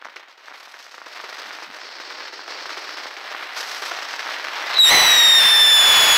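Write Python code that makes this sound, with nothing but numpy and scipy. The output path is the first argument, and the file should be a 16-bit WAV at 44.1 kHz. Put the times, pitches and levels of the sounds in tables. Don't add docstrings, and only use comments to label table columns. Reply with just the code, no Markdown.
import sys
import numpy as np
from scipy import signal
from scipy.fft import rfft, irfft
from scipy.io import wavfile

SR = 44100
rng = np.random.default_rng(int(sys.argv[2]) if len(sys.argv) > 2 else 0)


def wav_record(signal):
    frames = np.transpose(np.atleast_2d(signal))
    bounded = np.clip(frames, -1, 1)
    quanta = np.round(bounded * 32767).astype(np.int16)
    wavfile.write(sys.argv[1], SR, quanta)


N = 272097
TIME = np.arange(N) / SR
BINS = np.fft.rfftfreq(N, 1 / SR)

# time_s, level_db
BURN_STRENGTH = [(0, -47), (.22, -46), (.34, -52), (.47, -45), (.56, -43.5), (.76, -44.5), (.83, -45),
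                 (1.03, -44), (1.14, -40), (1.4, -35.5), (1.55, -37), (1.7, -39.5), (2.1, -38.5),
                 (2.22, -36), (2.44, -39.5), (2.51, -35), (3.0, -33), (3.18, -36), (3.28, -31.5),
                 (3.52, -31.5), (3.57, -29.5), (4.1, -29), (4.55, -26.5), (4.75, -22.5)]
# start_s, jet_hiss_db, spark_sizzle_db, nozzle_cleanness (0 to 1)
POWDER_LAYERS = [(0, -14, -36, 0.1), (.29, -8.5, -26, 0.03), (.545, -5.5, -16, 0), (.8, 0.5, -14, 0),
                 (.98, -5.5, -21.5, 0.4), (1.8, 0, -31.5, 0.98), (2.65, -2, -23, .88),
                 (3.06, -6.5, -24, 0.64), (3.33, -10.5, -24, 0.26), (3.55, -1, -12.5, 0.06),
                 (3.9, -3.5, -20.5, .05), (4.25, -7.5, -23, 0.2)]
LAYER_BLEND_S = 0.032
# frequency_hz, level_db (per Hz)
FLAME_SPECTRUM = [(40, -54), (110, -51), (190, -27.5), (290, -13), (450, -7.5), (700, -1.5), (1300, 1.5),
                  (1900, 1.5), (2600, -3), (4000, -7.5), (7000, -34)]
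# frequency_hz, level_db (per Hz)
RAGGED_HISS_SPECTRUM = [(200, -65), (1500, -13), (3000, -0.5), (4400, 6), (5500, 4.5), (6500, -3),
                        (8000, -9.5), (10000, -48), (15000, -37)]
# frequency_hz, level_db (per Hz)
CLEAN_JET_SPECTRUM = [(120, -52), (200, -22), (300, -1), (500, 1.5), (900, -5), (2500, -13), (3500, -6.5),
                      (4300, 3.5), (5300, 3), (6100, -8.5), (7000, -14), (8000, -18), (10000, -39),
                      (15000, -44)]
# frequency_hz, level_db (per Hz)
SIZZLE_SPECTRUM = [(400, -70), (5000, 10), (8000, 4), (11500, 3.5), (14000, 1), (16000, -13)]
GRAIN_DEPTH_EARLY, GRAIN_DEPTH_LATE = 2.0, .95
CHOKE_DB, CHOKE_S = 2.5, .012

# start_s, peak_db, pitch_hz
SLAG_SPITS = [(.024, -24.5, 1390), (.048, -22, 1510), (.055, -19.5, 1180), (.067, -23, 1270),
              (0.086, -26.5, 1410), (.16, -28, 1360), (.167, -20.5, 2070), (.483, -26, 1310),
              (.509, -31, 1000), (.516, -25, 1180), (.524, -25.5, 1480), (.674, -28.5, 1200),
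              (.742, -25, 1600), (.943, -24.5, 1390), (.981, -25, 1390), (1.017, -22, 1260),
              (1.068, -22, 1190), (1.202, -19.5, 1300), (1.238, -25, 1250), (1.508, -17.5, 1560),
              (1.587, -20, 1280), (1.623, -20.5, 1130), (2.001, -20.5, 1200), (2.108, -23, 1340),
              (2.393, -22, 1170), (2.657, -17, 1300), (2.694, -22.5, 1300), (2.773, -19, 1135),
              (3.057, -17.5, 1020), (3.167, -20, 2330), (3.348, -15, 1410), (3.824, -19, 1340),
              (3.868, -17, 1940), (3.918, -17, 1600), (4.139, -14, 1540), (4.194, -15, 1720),
              (4.268, -15.5, 1420), (4.291, -14.5, 1370), (4.732, -13, 1690)]
# start_s, level_db
GRAIN_FLARES = [(.047, -35), (.159, -32.5), (.195, -39.5), (.282, -40.5), (.377, -41.5), (.739, -37.5),
                (0.944, -36), (0.979, -39), (1.019, -39.5), (1.06, -34), (1.239, -29.5), (1.382, -34),
                (1.586, -37), (1.624, -32), (1.742, -33), (1.999, -32.5), (2.1, -32), (2.327, -32),
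                (2.477, -31), (2.693, -30.5), (2.772, -30), (2.969, -29), (3.167, -32), (3.82, -27),
                (3.912, -23.5), (4.192, -30)]
# frequency_hz, level_db (per Hz)
FLARE_SPECTRUM = [(100, -40), (200, -28), (350, 1), (1500, 3.5), (3500, -4.5), (5500, -4), (7000, -14.5),
                  (8500, -24), (11000, -27), (16000, -32)]
FLARE_RISE_S, FLARE_T60_S = 0.00081, 0.1
FULL_FLARE_DB = -33.5
# middle_s, level_db, length_s
GAS_PUFFS = [(1.477, -57, 0.1), (1.695, -53, 0.08)]
# frequency_hz, level_db (per Hz)
PUFF_SPECTRUM = [(30, -35), (90, -19), (150, -9), (210, 0), (300, 4), (600, -43)]

# time_s, pitch_hz, level_db (before trim)
WHISTLE_PATH = [(4.79, 3938, -9), (4.893, 3715, -13), (4.905, 4068, -17), (5.03, 3957, -15.5),
                (5.2, 3764, -11.5), (5.383, 3655, -12.5), (5.4, 3590, -13.5), (5.67, 3537, -12.5),
                (5.73, 3504, -12), (6.17, 3389, -16.5)]
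# multiple_of_pitch, level_db
WHISTLE_OVERTONES = [(2, -12.5), (3, -19.5), (4, -27.5)]
# multiple_of_pitch, level_db
WHISTLE_HALF_TONES = [(.5, -3.5), (1.5, -3), (2.5, -13), (3.5, -17.5), (4.5, -33)]
# multiple_of_pitch, half_width_hz, level_db
WHISTLE_HOARSE_BANDS = [(.22, 274, 0), (.5, 170, 1), (1.5, 450, -12)]
# time_s, roar_level_db
TUBE_TURBULENCE = [(4.74, -60), (4.785, -27), (4.81, -42), (4.85, -23.5), (4.92, -17), (5.05, -17.5),
                   (5.35, -22.5), (5.44, -18), (5.55, -22), (5.75, -22), (5.93, -15.5), (6.17, -15.5)]
# frequency_hz, level_db (per Hz)
ROAR_SPECTRUM = [(25, -18), (150, -23), (300, -15), (500, -7.5), (900, 0), (1400, 0), (2200, 0),
                 (3100, 0.5), (4300, -5), (6500, -14), (9000, -16.5), (15500, -18.5)]
BREATHY_S, BREATHY_DB, BREATHY_RISE_DB_PER_S, BREATHY_FALL_DB_PER_S = 4.767, -20, 350, 600
CHIRP_S, CHIRP_WIDTH_S, CHIRP_DB = 4.773, 0.0082, -5
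CATCH_S, CATCH_RISE_S = 4.783, 0.0081
SPLIT_S, SPLIT_RISE_S, SPLIT_DB = 4.855, 0.019, -19.5
SPLIT_FADE_S, SPLIT_FADE_DB_PER_S = 5.67, 16.5
JUMP_S, JUMP_RISE_S = 4.897, 0.018
SETTLE_S = .45
HOARSE_DB, HOARSE_FADE_DB_PER_S = -17, 67
FIRST_EDGE_DB, EDGE_SOFT_DB, EDGE_RISE_S = 3, -26, 0.027
SECOND_EDGE_DB, EDGE_DB_PER_S = -4.5, 8
FLICKER_DB = 0.92
ORDERLY_DB, CHAOTIC_DB = -23, -15.5
ORDERLY_TILT_DB_PER_OCTAVE = -0.5

# frequency_hz, half_width_hz, level_db
PORT_NOTCHES = [(7150, 110, -15), (9470, 260, -14)]
EDGE_HZ = 15780


def fountain():
    burn_db, = curves(BURN_STRENGTH)
    hiss_db, sizzle_db, clean = stages(POWDER_LAYERS, LAYER_BLEND_S)
    clean = np.clip(clean, 0, 1)
    unevenness = np.interp(TIME, [1.7, 3.7], [GRAIN_DEPTH_EARLY, GRAIN_DEPTH_LATE])
    grains = sputter(per_s=130, decay_s=.005, depth=unevenness)
    snaps = unit(sparks(per_s=300, spread_db=3.3) * rng.choice([-1, 1], N))
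    burst_power = signal.lfilter([1], [1, -np.exp(-1 / (.0007 * SR))], snaps ** 2)
    bursts = unit(np.sqrt(burst_power) * noise())
    crackly = np.interp(TIME, [1.8, 3.7], [.95, .55])
    flame = colour(noise() * np.sqrt(grains) + crackly * snaps, FLAME_SPECTRUM)
    ragged = colour(grains * noise() + 0.51 * crackly * bursts, RAGGED_HISS_SPECTRUM)
    narrow = colour(np.sqrt(grains) * noise(), CLEAN_JET_SPECTRUM)
    hiss = np.sqrt(1 - clean) * ragged + np.sqrt(clean) * narrow
    sizzle = colour(grains * noise() + 0.31 * crackly * bursts, SIZZLE_SPECTRUM)
    voices = amp(-1.0) * flame + amp(hiss_db - 2.5) * hiss + amp(sizzle_db - 1.0) * sizzle
    alight = np.interp(TIME, [4.77, 4.85], [1, 0])
    return alight * choke() * amp(burn_db) * voices


def sputter(per_s, decay_s, depth, rise_s=0.00066):
    t = np.arange(SR // 8) / SR
    burst = np.exp(-t / decay_s) * (1 - np.exp(-t / rise_s))
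    bursts = signal.fftconvolve(sparks(per_s, spread_db=3.0), burst)[:N]
    return unit(1 + depth * unit(bursts))


def sparks(per_s, spread_db):
    sizes_db = spread_db * np.minimum(rng.exponential(1, N), 3.5)
    return (rng.random(N) < per_s / SR) * amp(sizes_db)


def choke():
    dips = sum(np.exp(-((TIME - s) / CHOKE_S + 1) ** 2) for s, _ in GRAIN_FLARES)
    return amp(-CHOKE_DB * dips)


def spits():
    slag, blaze, swell = np.zeros((3, N))
    for s, db, hz in SLAG_SPITS:
        add(slag, s, amp(db) * pop(hz, decay_s=0.00023))
    t = np.arange(SR // 4) / SR
    for s, db in GRAIN_FLARES:
        t60 = FLARE_T60_S * min(amp(db - FULL_FLARE_DB), 1)
        add(blaze, s, amp(db - 60 * t / t60) * (1 - np.exp(-t / FLARE_RISE_S)))
    for s, db, length in GAS_PUFFS:
        add(swell, s - length / 2, amp(db) * np.hanning(round(length * SR)))
    rushes = blaze * colour(noise(), FLARE_SPECTRUM)
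    low_cut = signal.butter(4, 240, "high", fs=SR, output="sos")
    return signal.sosfilt(low_cut, slag + rushes) + swell * colour(noise(), PUFF_SPECTRUM)


def pop(hz, decay_s):
    t = np.arange(400) / SR
    swing = np.sin(2 * np.pi * hz * t) * t ** 1.5 * np.exp(-t / decay_s)
    return swing / abs(swing).max()


def whistle():
    hz, level_db = curves(WHISTLE_PATH)
    roar_db, = curves(TUBE_TURBULENCE)
    chaos = np.clip((roar_db - ORDERLY_DB) / (CHAOTIC_DB - ORDERLY_DB), 0, 1)
    jumped = ramp(JUMP_S, JUMP_RISE_S)
    chaos = np.maximum(chaos, jumped * (1 - ramp(JUMP_S, SETTLE_S) ** 2))
    unsettled = .011 * (1 - jumped) + 0.00421 * jumped
    jitter = .003 * wander(hz=45) + unsettled * wander(hz=160) + (.003 + .004 * chaos) * wander(hz=700)
    phase = 2 * np.pi * np.cumsum(hz * (1 + jitter)) / SR
    slips = unit(np.tanh(3 * (wander(hz=12) + (.2 + .2 * chaos) * wander(hz=160))))

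    first_edge_db = FIRST_EDGE_DB + EDGE_SOFT_DB * np.exp(-since(CATCH_S) / EDGE_RISE_S)
    second_edge_db = SECOND_EDGE_DB + EDGE_DB_PER_S * since(JUMP_S)
    edge_db = (1 - jumped) * first_edge_db + jumped * second_edge_db
    steep = amp(edge_db - 2.6 * (slips ** 2 - 1))
    tone = np.cos(phase)
    for k, db in WHISTLE_OVERTONES:
        flicker_db = FLICKER_DB * (k - 1.5) * wander(hz=45)
        tone = tone + amp(db + flicker_db) * steep * np.sin(round(k) * phase)
    chirp = amp(CHIRP_DB) * np.exp(-((TIME - CHIRP_S) / CHIRP_WIDTH_S) ** 2)
    caught = ramp(CATCH_S, CATCH_RISE_S) + chirp
    unsteady_db = 0.78 * wander(hz=119.4) + 0.75 * jumped * wander(hz=16)
    tone *= caught * amp(level_db + unsteady_db + 3.0)

    halves = 0
    for k, db in WHISTLE_HALF_TONES:
        angle = round(2 * k) / 2 * phase
        tilt = amp(ORDERLY_TILT_DB_PER_OCTAVE * np.log2(k))
        locked = tilt * slips * np.sqrt(2) * np.cos(angle + np.pi / 4)
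        loose = smeared(angle, width_hz=140)
        halves = halves + amp(db) * (np.sqrt(1 - chaos) * locked + np.sqrt(chaos) * loose)
    split_db = SPLIT_DB - SPLIT_FADE_DB_PER_S * since(SPLIT_FADE_S)
    halves = unit(halves) * ramp(SPLIT_S, SPLIT_RISE_S) * amp(split_db)

    hoarse = sum(amp(db) * smeared(k * phase, width) for k, width, db in WHISTLE_HOARSE_BANDS)
    hoarse *= jumped * amp(HOARSE_DB - HOARSE_FADE_DB_PER_S * since(JUMP_S))
    breathy_rise_db = BREATHY_RISE_DB_PER_S * np.maximum(BREATHY_S - TIME, 0)
    breathy_db = BREATHY_DB - breathy_rise_db - BREATHY_FALL_DB_PER_S * since(BREATHY_S)
    breathy = amp(breathy_db) * smeared(phase, width_hz=220)
    roar = amp(roar_db) * colour(noise(), ROAR_SPECTRUM) * (TIME > TUBE_TURBULENCE[0][0])
    return tone + halves + hoarse + breathy + roar


def smeared(angle, width_hz):
    return wander(width_hz) * np.cos(angle) + wander(width_hz) * np.sin(angle)


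def yard(x, wet_db, t60):
    t = np.arange(SR // 3) / SR
    scattered = rng.standard_normal(len(t)) * (rng.random(len(t)) < .05)
    taps = scattered * (t > .006) * amp(-60 * t / t60)
    return x + amp(wet_db) * signal.fftconvolve(x, taps / np.linalg.norm(taps))[:N]


def noise():
    return rng.standard_normal(N)


def wander(hz):
    return unit(irfft(rfft(noise()) / np.sqrt(1 + (BINS / hz) ** 4), N))


def colour(x, spectrum):
    hz, db = np.transpose(spectrum)
    gain = amp(np.interp(np.log(BINS + 1), np.log(hz), db))
    return unit(irfft(rfft(x) * gain, N))


def amp(db):
    return 10 ** (np.asarray(db) / 20)


def unit(x):
    return x / np.sqrt(np.mean(x ** 2) + 1e-20)


def add(mix, s, sound):
    part = mix[max(round(s * SR), 0):][:len(sound)]
    part += sound[:len(part)]


def since(s):
    return np.maximum(TIME - s, 0)


def ramp(s, rise_s):
    return np.minimum(since(s) / rise_s, 1)


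def curves(rows):
    s, *columns = np.transpose(rows)
    return [np.interp(TIME, s, c) for c in columns]


def stages(rows, blend_s):
    starts, *columns = np.transpose(rows)
    held = []
    for c in columns:
        steps = zip(starts[1:], np.diff(c))
        held.append(c[0] + sum(step * ramp(s - blend_s / 2, blend_s) for s, step in steps))
    return held


def scene():
    mono = yard(fountain() + spits() + whistle(), wet_db=-15.0, t60=0.32)
    return np.array([mono, mono])


def record(dry, ceiling=0.51):
    bins = np.fft.rfftfreq(2 * N, 1 / SR)
    port_db = sum(db / (1 + ((bins - hz) / width) ** 2) for hz, width, db in PORT_NOTCHES)
    squeezed = dry / (1 + (dry / ceiling) ** 8) ** (1 / 8)
    coloured = irfft(rfft(squeezed, 2 * N) * amp(port_db))[:, :N]
    treble_cut = signal.firwin(511, EDGE_HZ, window=("kaiser", 9), fs=SR)
    return signal.oaconvolve(coloured, treble_cut[None], "same")


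dry = scene()
out = record(dry)
wav_record(out)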